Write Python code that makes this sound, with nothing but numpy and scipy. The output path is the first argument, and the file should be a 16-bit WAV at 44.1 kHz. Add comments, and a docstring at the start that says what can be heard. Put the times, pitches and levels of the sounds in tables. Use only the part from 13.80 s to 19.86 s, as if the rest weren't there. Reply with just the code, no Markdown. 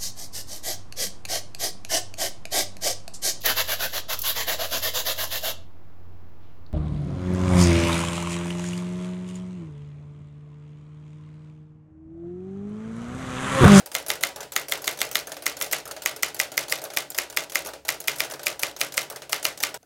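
"""Typing on a manual typewriter

A manual typewriter is typed on at a quick, even pace, close by on a desk in a quiet room.
Each letter trips the escapement, cracks a type slug against the platen and lets the carriage jump one step.
Key levers, returning type bars and the space bar clatter in between, and the metal frame rings with every blow.
Contacts are short bursts of noise and tones; the ringing is fading noise and a set of decaying tones.
The sound of the typing and its ringing is cut off abruptly; quiet room air and one faint knock follow."""
import sys
import numpy as np
from scipy import signal
from scipy.fft import rfft, irfft, next_fast_len
from scipy.io import wavfile
from scipy.ndimage import uniform_filter1d

SR = 44100
rng = np.random.default_rng(int(sys.argv[2]) if len(sys.argv) > 2 else 0)


def materialize(psi):
    """Save the field psi as 16-bit PCM at rate SR to the path in sys.argv[1].

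    A 1-D psi becomes a single channel; in a 2-D psi each row is a channel.
    """
    bounded = np.clip(np.atleast_2d(psi).T, -1, 1)
    quanta = np.round(bounded * 32767).astype(np.int16)
    wavfile.write(sys.argv[1], SR, quanta)


N = 267157
AGE = np.arange(16384) / SR  # seconds since a single sound began

# The typed letters. Each row: strike time in seconds, relative levels in dB of the crack, the escapement
# and the carriage stop, how many seconds earlier the key goes down, relative level in dB of the key tick.
LETTERS = [(0.151, -17.5, -32, -27.5, 0.035, -37.5), (0.3026, -17, -31, -25, .0393, -35),
           (0.4358, -14, -30, -28, 0.027, -36.5), (0.7633, -14.5, -34, -27, 0.043, -33.5),
           (0.922, -17, -28.5, -29, 0.039, -33.5), (1.0779, -16.5, -30, -28, 0.036, -31),
           (1.216, -16, -36, -29, 0.043, -39), (1.355, -14, -30, -25, 0.042, -31.5),
           (1.665, -15.5, -28.5, -28, 0.043, -37.5), (1.8127, -22, -46, -26, 0.045, -34.5),
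           (1.9321, -18, -21.5, -31, 0.02, -30.5), (2.2601, -14, -36, -27, 0.04, -34),
           (2.4321, -14, -27, -30, 0.04, -55), (2.6, -13.5, -27, -23.5, 0.035, -40.5),
           (2.7779, -14, -29, -25, 0.038, -45), (2.9236, -16.5, -29, -32, .0417, -36),
           (3.172, -15, -29, -25, 0.037, -38), (3.386, -16.5, -24.5, -32, 0.04, -34),
           (3.572, -14, -30, -30, 0.047, -43), (3.756, -14.5, -28, -30, 0.036, -35),
           (4.0897, -15.5, -26.5, -25.5, .0396, -38.5), (4.2818, -15, -25.5, -27, 0.042, -44),
           (4.4041, -16, -27.5, -31, 0.044, -38), (4.6681, -15.5, -27, -25, 0.037, -34),
           (4.833, -16, -28, -35, 0.04, -30), (5.0137, -15.5, -27, -35, 0.05, -36.5),
           (5.178, -15, -24, -28, 0.038, -34), (5.53, -15.5, -26, -29, 0.036, -35),
           (5.6525, -14.5, -26, -25.5, .0252, -32), (5.836, -15, -24, -28, .0338, -30.5)]
# The typed spaces. Each row: press time in seconds, relative levels in dB of the thumb tick and the
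# escapement, seconds until the carriage stops, relative level in dB of that stop, seconds until the bar is back.
SPACE_PRESSES = [(0.56, -34.5, -53, 0.045, -33.5, .0693), (1.4703, -34.5, -44, 0.048, -32, 0.096),
                 (2.054, -37.5, -36.5, 0.057, -32.5, 0.11), (3.0168, -38, -31.5, 0.034, -38.5, 0.085),
                 (3.8476, -38, -32.5, .039, -41, .0865), (4.4986, -39, -37, 0.038, -35.5, 0.095),
                 (5.2996, -32, -44, 0.06, -35, 0.12)]
# Tone colour of the ringing case. Each row: frequency in Hz, relative level in dB.
CASE_COLOUR = [(30, -38), (48, -39), (66, -20), (95, -24), (125, -9.5), (165, -11), (205, -17.5),
               (300, -6.5), (450, 0), (600, 3.5), (820, 0.5), (1050, -15.5), (1500, -1), (3000, -55)]
# Tone colour of the ringing metalwork. Each row: frequency in Hz, relative level in dB.
METAL_COLOUR = [(300, -39), (900, -4), (1200, -0.5), (1500, -0.5), (1750, 0.5), (2100, 0), (2600, 1),
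                (3400, -1.5), (4200, -2.5), (6500, -5), (8000, -7.5), (12000, -12), (16000, -40)]
# Tone colour of the ringing springs. Each row: frequency in Hz, relative level in dB.
SPRING_COLOUR = [(1000, -25), (3000, -15), (5000, 3), (6700, 0), (8500, 4), (11500, 2), (16000, 2)]


def amp(db):
    """Turns decibels into gain."""
    return 10 ** (np.asarray(db) / 20)


def read(points, hz):
    """Reads a table joined by straight lines on a log-frequency axis."""
    f, value = np.transpose(points)
    return np.interp(np.log(hz + 1), np.log(f + 1), value)


def evened(x, span):
    """Scales each row to rms 1 over its first span seconds."""
    start = x[..., :max(8, int(span * SR))]
    return x / np.sqrt(np.mean(start ** 2, -1, keepdims=True) + 1e-20)


def place(times, sounds):
    """Lays one sound down at each time."""
    mix = np.zeros(N)
    for s, sound in zip(times, sounds):
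        part = mix[max(0, round(s * SR)):][:len(sound)]
        part += sound[:len(part)]
    return mix


def noise(colour, count, size):
    """Makes rows of coloured noise of rms 1."""
    gain = amp(read(colour, np.fft.rfftfreq(size, 1 / SR)))
    white = rng.standard_normal((count, size))
    return irfft(rfft(white) * gain / np.sqrt(np.mean(gain ** 2)), size)


def causal(gain):
    """Finds the spectrum of the most compact causal pulse with this magnitude."""
    log_gain = np.log(np.maximum(gain, 1e-5))
    circle = np.concatenate([log_gain, log_gain[..., -2:0:-1]], -1)
    return np.exp(np.conj(signal.hilbert(circle))[..., :gain.shape[-1]])


def room_air():
    """The still air of the room is a faint, steady, mostly low noise."""
    # Tone colour of the room air. Each row: frequency in Hz, relative level in dB.
    air_colour = [(20, -28), (65, 4), (130, -1), (300, -4), (1000, -15), (4000, -19.5), (16000, -21)]
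    return amp(-64.5) * noise(air_colour, 1, next_fast_len(N))[0, :N]


def ticks(times, db, bright_db, rise, decay, size=1536):
    """Steel meets steel: a few milliseconds of chatter, a little different in colour each time."""
    # Tone colour of a tick. Each row: frequency in Hz, relative level in dB.
    tick_colour = [(200, -27), (1000, -15), (2200, -5), (3500, -0.5), (5000, 0.5), (6600, 4), (8000, -2),
                   (10000, -0.5), (12000, 1.5), (16000, -3)]
    patchy_db = 2.7
    t, hz = AGE[:size], np.fft.rfftfreq(size, 1 / SR)
    # random bumps and dips along the spectrum, each about 24 frequency steps wide
    patches = uniform_filter1d(rng.standard_normal((len(times), len(hz))), 24, axis=1) * np.sqrt(24)
    octaves = np.clip(np.log2((hz + 1) / 8000), -1, .5)
    colour_db = np.outer(bright_db, octaves) + patchy_db * patches
    chatter = irfft(rfft(noise(tick_colour, len(times), size)) * amp(colour_db))
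    chatter *= (1 - np.exp(-t / rise)) * np.exp(-t / decay)
    return place(times, amp(db)[:, None] * evened(chatter, 0.0039))


def pings(times, db, low_hz, high_hz, t60, count, size=4096):
    """Every lever has a few short modes of its own, somewhere between two pitches."""
    t = AGE[:size]
    pitch, strength, phase = rng.random((len(times), 3, count, 1)).transpose(1, 0, 2, 3)
    hz = low_hz * (high_hz / low_hz) ** pitch
    tone = (strength ** 2 * np.sin(2 * np.pi * (hz * t + phase))).sum(1)
    tone *= (1 - np.exp(-t / 0.00062)) * amp(-60 * t / t60)
    return place(times, amp(db)[:, None] * evened(tone, 0.0039))


def ringing(times, db, colour, rise, damping):
    """Countless small modes store the energy of every blow and give it off, mostly faster at high pitch."""
    # How long the machine rings at damping 1. Each row: frequency in Hz, time to fall by 60 dB in seconds.
    ring_time = [(100, 1), (600, 0.33), (1800, 0.27), (5500, 0.29), (12000, 0.22)]
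    size = next_fast_len(N, True)
    hz = np.fft.rfftfreq(size, 1 / SR)
    spectrum = rfft(noise(colour, 1, size)[0])
    energy = np.bincount(np.maximum(times * SR, 0).astype(int), amp(db) ** 2, N)[:N]
    # the energy takes a moment to spread through the machine
    spreading = np.exp(-1 / (rise * SR))
    energy = signal.lfilter([1 - spreading], [1, -spreading], energy + 1e-20)
    centres, t60s = np.transpose(ring_time)
    out = np.zeros(N)
    for band, t60 in zip(np.eye(len(centres)), t60s):
        kept = np.exp(-2 * np.log(1000) * damping / (t60 * SR))  # share of energy kept per sample
        stored = signal.lfilter([1], [1, -kept], energy)
        band_noise = irfft(spectrum * read(np.c_[centres, band], hz), size)[:N]
        out += np.sqrt(stored) * band_noise
    return out


def rattle(times, db, count, within_s, spread_db):
    """Loose links and springs go on clinking faintly for a while after each blow."""
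    delay = within_s * rng.uniform(.22, 1, (len(times), count))
    luck_db = spread_db * rng.uniform(-2.8, 1, delay.shape)
    level = (db[:, None] + luck_db - 170 * delay).ravel()  # later clinks are weaker
    when = (times[:, None] + delay).ravel()
    return ticks(when, level, -5 + 3 * rng.standard_normal(len(when)), rise=0.00014, decay=0.0024)


def frame(times, knock_db, ring_db, spread_db):
    """The strong modes: low ones belong to the case, high ones to the metalwork; each blow meets them differently."""
    # Modes of the case and metalwork. Each row: frequency in Hz, relative level in dB,
    # time to fall by 60 dB in seconds.
    mode_table = [(64.2, -19, 0.95), (135, -18.5, 0.76), (155.6, -18, 0.68), (291.6, -10.5, 0.55),
                  (351.6, -7.5, 0.3), (435, -2.5, 0.29), (553, -2, 0.36), (582.3, 0, 0.26),
                  (637.2, 3.5, 0.22), (753, -9, 0.3), (843, -7, 0.31), (958, -6.5, 0.41),
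                  (1170, -2.5, 0.22), (1393, -8, 0.17), (1560, -29, 0.14), (1940, -2.5, 0.26),
                  (1990, -6, 0.28), (2097, 6, 0.16), (2166, -1, 0.21), (2390, -0.5, 0.15),
                  (2760, -13, 0.098), (2760, -6, 0.21), (3014, -6.5, 0.28), (3550, -4, 0.16),
                  (5000, -5.5, 0.11), (6940, -3, 0.13)]
    hz, db, t60 = np.transpose(mode_table)
    fading = amp(db[:, None] - 60 * AGE / t60[:, None])
    modes = np.exp(2j * np.pi * np.outer(hz, AGE)) * fading
    drive_db = np.where(hz < 1100, knock_db[:, None], ring_db[:, None])
    drive = amp(drive_db + spread_db * rng.standard_normal(drive_db.shape))
    phase = np.exp(2j * np.pi * rng.random(drive.shape))
    tones = ((drive * phase) @ modes).real
    return place(times, tones * (1 - np.exp(-AGE / 0.00086)))


def stray_clicks():
    """Fingers brush other keys and levers knock together, ringing the metalwork in step with their knock; the
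    first row, at the very start, is the machine still ringing from an earlier blow."""
    # The stray clicks. Each row: time in seconds, relative tick level in dB,
    # relative brightness in dB per octave, relative level in dB of the low knock of the case.
    clicks = [(0.001, -46, -6, -42.5), (0.0595, -34, 0.5, -44.5), (0.2827, -28, 9, -39),
              (1.0192, -36.5, 3, -44), (1.1887, -34, -4, -45), (1.204, -29, -12, -40.5),
              (1.8016, -36, 16, -50), (1.8212, -22, 10, -48), (2.362, -35, -2, -42.5),
              (2.5447, -32.5, 1, -44), (2.7175, -36, -3, -41.5), (2.896, -32, -5, -47),
              (2.9091, -36, 6, -44), (3.3021, -29.5, 11, -45), (3.4992, -36.5, -4, -47),
              (3.697, -36.5, -6, -51), (3.86, -34.5, -9, -38.5), (4.202, -30.5, 4, -46.5),
              (4.384, -33.5, -1, -46), (4.4452, -37, -4, -43), (4.51, -34, -6, -43), (4.9973, -37, -7, -51),
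              (5.1215, -36, -6, -48), (5.7747, -37, -7, -49), (5.942, -32.5, -4.5, -37.5)]
    rows = np.array(clicks)
    return np.c_[rows, rows[:, -1] - 4.5]  # the last column added is the ring


def contacts(kind, times, tick_db):
    """Lists time, tick, brightness, knock and ring of one kind of contact: the harder, the more it shakes."""
    # What each kind of contact sounds like. Each entry: relative brightness in dB per octave,
    # relative level in dB of the low knock of the case, relative level in dB of the ring of the metalwork.
    contact_table = {"key": (-3.5, -45.5, -46), "linkage": (6, -52.5, -57.5),
                     "bar return": (-3, -44, -45.5), "space press": (-1, -41.5, -46),
                     "space trip": (4, -45, -50.5), "space stop": (-7, -41.5, -43.5),
                     "space return": (-9, -42.5, -43)}
    bright_db, knock_db, ring_db = contact_table[kind]
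    # dB of extra knock and ring: 0.36 for each dB that a contact is harder than usual
    harder = 0.36 * (tick_db - np.mean(tick_db))
    return np.c_[times, tick_db, np.full(len(times), bright_db), knock_db + harder, ring_db + harder]


def key_action(spread_db=2):
    """For every letter the key goes down, its linkage takes up slack, and afterwards the type bar drops back."""
    s, *_, lead, key_db = np.transpose(LETTERS)
    slack = rng.uniform(.25, .7, len(s))  # share of the key's travel
    late, slack_luck, return_luck = rng.standard_normal((len(s), 3)).T
    slack_db = key_db - 5.5 + spread_db * slack_luck
    return_s = s + 0.049 + .003 * late
    return_db = -41 + spread_db * return_luck
    return np.vstack([contacts("key", s - lead, key_db),
                      contacts("linkage", s - lead * (1 - slack), slack_db),
                      contacts("bar return", return_s, return_db)])


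def keywork():
    """Levers tick and knock as keys go down, type bars drop back and the space bar is thumbed."""
    rows = np.vstack([key_action(), space_action(), stray_clicks()])
    s, tick_db, bright_db, knock_db, ring_db = rows.T
    # a bright contact snaps shut sooner than a dull one
    chatter_s = 0.0053 / (1 + amp(2.6 * (bright_db[:, None] - 10)))
    out = ticks(s + .0003, tick_db + 0.33, bright_db + 2.7, rise=0.00035, decay=chatter_s)
    # thin steel links, then key levers
    out += pings(s + .0005, tick_db - 5.5, low_hz=4386, high_hz=12660, t60=0.041, count=6)
    out += pings(s + 0.001013, ring_db + 0.5, low_hz=736, high_hz=2294, t60=0.033, count=12)
    out += ringing(s, knock_db - .4, CASE_COLOUR, rise=0.00085, damping=1.36)
    out += ringing(s, ring_db - .1, METAL_COLOUR, rise=0.00029, damping=1.08)
    out += ringing(s, tick_db - 12.5, SPRING_COLOUR, rise=0.0015, damping=1.04)
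    out += rattle(s, tick_db - 7.5, count=2, within_s=.026, spread_db=3)
    return out + frame(s, knock_db - 8.5, ring_db - 24, spread_db=4.0)


def desk_push(times):
    """Each blow pushes the machine into the desk: one soft, very low pulse around each strike."""
    lead_s, half_width_s, level_db = .013, 0.0041, -51
    u = (AGE - lead_s) / half_width_s
    pulse = (2 * u ** 2 - 1) * np.exp(-u ** 2)
    return place(times - lead_s, [amp(level_db) * pulse] * len(times))


def cracks(times, db, sweep_s, vary_db, scatter, slap_db, slap_s, thump_db, size=4096):
    """The slug hits the platen, whose resonances shift as the carriage travels."""
    # Resonances of the struck platen. Each row: frequency in Hz, relative width in Hz,
    # then relative levels in dB at carriage places 0, 1, 2 and 3.
    platen = [(1320, 206, -7.5, -8.5, -9, -2.5), (2040, 333, -5.5, -2, -1.5, -0.5),
              (2424, 192, -39, -7, 1.5, 1), (2930, 390, -4.5, -13.5, -6.5, -1),
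              (3490, 450, 5, -18.5, -6, -15), (4200, 890, -6, -17.5, -13.5, -2),
              (5020, 470, -25, -9.5, -5, -5.5), (5790, 630, -21, -9, -8, -3.5),
              (6650, 820, -11.5, -5, -11.5, -3), (8240, 820, -10.5, -14, -11, -6),
              (9440, 840, -6, -16.5, -9.5, -5.5), (13230, 2100, -10, -10, -8.5, -6.5)]
    # Travel of the carriage. Each row: time in seconds, place along the line from 0 (start) to 3 (end).
    carriage = [(1.3, 0.43), (2.3, 0.95), (2.9, 1.7), (4.2, 1.77), (5.4, 2.93)]
    # Tone colour of the slap of ribbon and paper. Each row: frequency in Hz, relative level in dB.
    slap_colour = [(100, -39), (1000, 3.5), (2500, -40), (5500, 5), (8500, 3.5), (11000, -1), (13500, 5),
                   (16000, -1)]
    # Tone colour of the machine's thump. Each row: frequency in Hz, relative level in dB.
    thump_colour = [(20, -43), (45, -25), (120, -15), (230, -6), (380, -1), (580, -16), (730, 6),
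                    (880, 3.5), (1050, -20), (1500, 7.5), (4000, -54)]
    t, f = AGE[:size], np.fft.rfftfreq(size, 1 / SR)
    hz, width, *levels = np.transpose(platen)
    # blend the levels of the two nearest carriage places
    along = np.interp(times, *np.transpose(carriage))
    weights = np.maximum(1 - abs(along[:, None] - np.arange(len(levels))), 0)
    mode_db = weights @ np.array(levels) + vary_db * rng.standard_normal((len(times), len(hz)))
    mode_db -= 7.4 * hz / hz.max()  # the ribbon cushions the highest resonances
    bumps = 1 / (1 + (2 * (f - hz[:, None]) / (1.33 * width[:, None])) ** 2) ** 2
    spectrum = causal(np.sqrt(amp(mode_db) ** 2 @ bumps))
    # bending waves carry the treble fastest, so the crack sweeps downward; sweep_s is the delay at 1 kHz
    spectrum *= np.exp(-4j * np.pi * sweep_s * np.sqrt(1000 * f))
    # each type bar chatters in its own way during contact, which smears the treble
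    contact = rng.standard_normal((len(times), size)) * np.exp(-(t / 0.0031) ** 2)
    contact /= np.linalg.norm(contact, axis=1, keepdims=True)
    smear = np.clip(scatter * np.sqrt(f / 8000), 0, .9)
    smeared = spectrum * (np.sqrt(1 - smear ** 2) + smear * rfft(contact))
    crack = evened(irfft(smeared), 0.0039)
    # ribbon and paper slap briefly, and the whole machine takes a push
    slap_shape = (1 - np.exp(-t / 0.0001)) * np.exp(-(t / slap_s) ** 2)
    slap = evened(noise(slap_colour, len(times), size) * slap_shape, 0.0023)
    thump = evened(irfft(causal(amp(read(thump_colour, f)))), 0.002)
    blow = (crack + amp(slap_db) * slap) * np.exp(-(t / 0.017) ** 2)
    blows = place(times, amp(db)[:, None] * blow)
    return blows + place(times + 0.0019, amp(db + thump_db)[:, None] * thump)


def letters():
    """Escapement, crack, carriage stop and type bar rebound, each letter leaving the machine ringing."""
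    s, crack_db, trip_db, stop_db, *_ = np.transpose(LETTERS)
    each = np.ones(len(s))
    # the escapement trips just before the strike time, and the carriage stops just after it
    trip, stop = s - .0076, s + .0126
    rebound = s + .0326 + .0012 * rng.standard_normal(len(s))
    ring_db = -34.5 + 0.52 * (crack_db - crack_db.mean())  # the ring grows with the crack
    out = amp(0.55) * cracks(s - .0007, crack_db, sweep_s=.0023, vary_db=1.34, scatter=0.72,
                             slap_db=-10.0, slap_s=0.0046, thump_db=-21.0)
    out += ticks(trip, trip_db + .5, 2.0 * each, rise=0.001, decay=0.0051)
    # the type bar shudders as it falls away
    out += pings(s + 0.0075, stop_db - 16.5, low_hz=1856, high_hz=7440, t60=0.026, count=9)
    out += ticks(stop, stop_db, .3 * each, rise=0.00056, decay=0.002)
    out += ticks(rebound, -32.5 * each, -3 * each, rise=0.00052, decay=0.0026)
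    out += ringing(trip, -36.5 * each, CASE_COLOUR, rise=0.0058, damping=0.91)
    out += ringing(trip, trip_db - 7.0, METAL_COLOUR, rise=0.0061, damping=1.33)
    out += ringing(s + 0.00092, ring_db + 4.0, METAL_COLOUR, rise=0.0074, damping=1.2)
    out += ringing(stop, stop_db - 20.0, SPRING_COLOUR, rise=.002, damping=0.76)
    out += rattle(s, ring_db + 1.5, count=5, within_s=.085, spread_db=8)
    return out + frame(s, -42.5 * each, ring_db - 3.0, spread_db=2.0) + desk_push(s)


def space_action(trip_s=.022, return_db=-40):
    """The thumb hits the bar, the escapement trips, the carriage steps and stops, and the bar springs back."""
    s, press_db, trip_db, stop, stop_db, back = np.transpose(SPACE_PRESSES)
    return np.vstack([contacts("space press", s, press_db),
                      contacts("space trip", s + trip_s, trip_db),
                      contacts("space stop", s + stop, stop_db),
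                      contacts("space return", s + back, np.full(len(s), return_db))])


def space_clatter(db=-43, within_s=.075, spread_db=3, count=4):
    """The long space bar and its rods clack loosely while the carriage steps."""
    s = np.array(SPACE_PRESSES)[:, 0]
    when, luck = rng.random((len(s), 2, count)).transpose(1, 0, 2)
    times = (s[:, None] + within_s * (np.arange(count) + when) / count).ravel()
    level = db + spread_db * (2 * luck.ravel() - 1)
    return pings(times, level, low_hz=720, high_hz=1850, t60=0.031, count=10)


def faint_knock():
    """One soft knock after the typing: a short ring in the colour of the case and a dull tick."""
    when = np.array([6.029])
    ring = ringing(when, [-53], CASE_COLOUR, rise=0.0019, damping=4.2)
    return ring + ticks(when, [-54], [-6], rise=.0005, decay=0.0022)


def scene():
    """The sound of the typing and its ringing is cut off abruptly; room air and one faint knock follow."""
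    cut_s, fade_s = 5.977, .001
    sounding = np.clip((cut_s - np.arange(N) / SR) / fade_s, 0, 1)
    typing = letters() + keywork() + space_clatter()
    return (typing * sounding + room_air() + faint_knock())[None]


def record(dry, ceiling=0.56):
    """The loudest cracks are rounded off; then a low-pass filter removes the very highest treble."""
    edge_hz = 16050
    rounded = dry / np.sqrt(np.hypot(1, (dry / ceiling) ** 2))
    low_pass = signal.firwin(301, edge_hz, window=("kaiser", 8), fs=SR)
    return signal.oaconvolve(rounded, low_pass[None], "same")


dry = scene()
out = record(dry)
materialize(out)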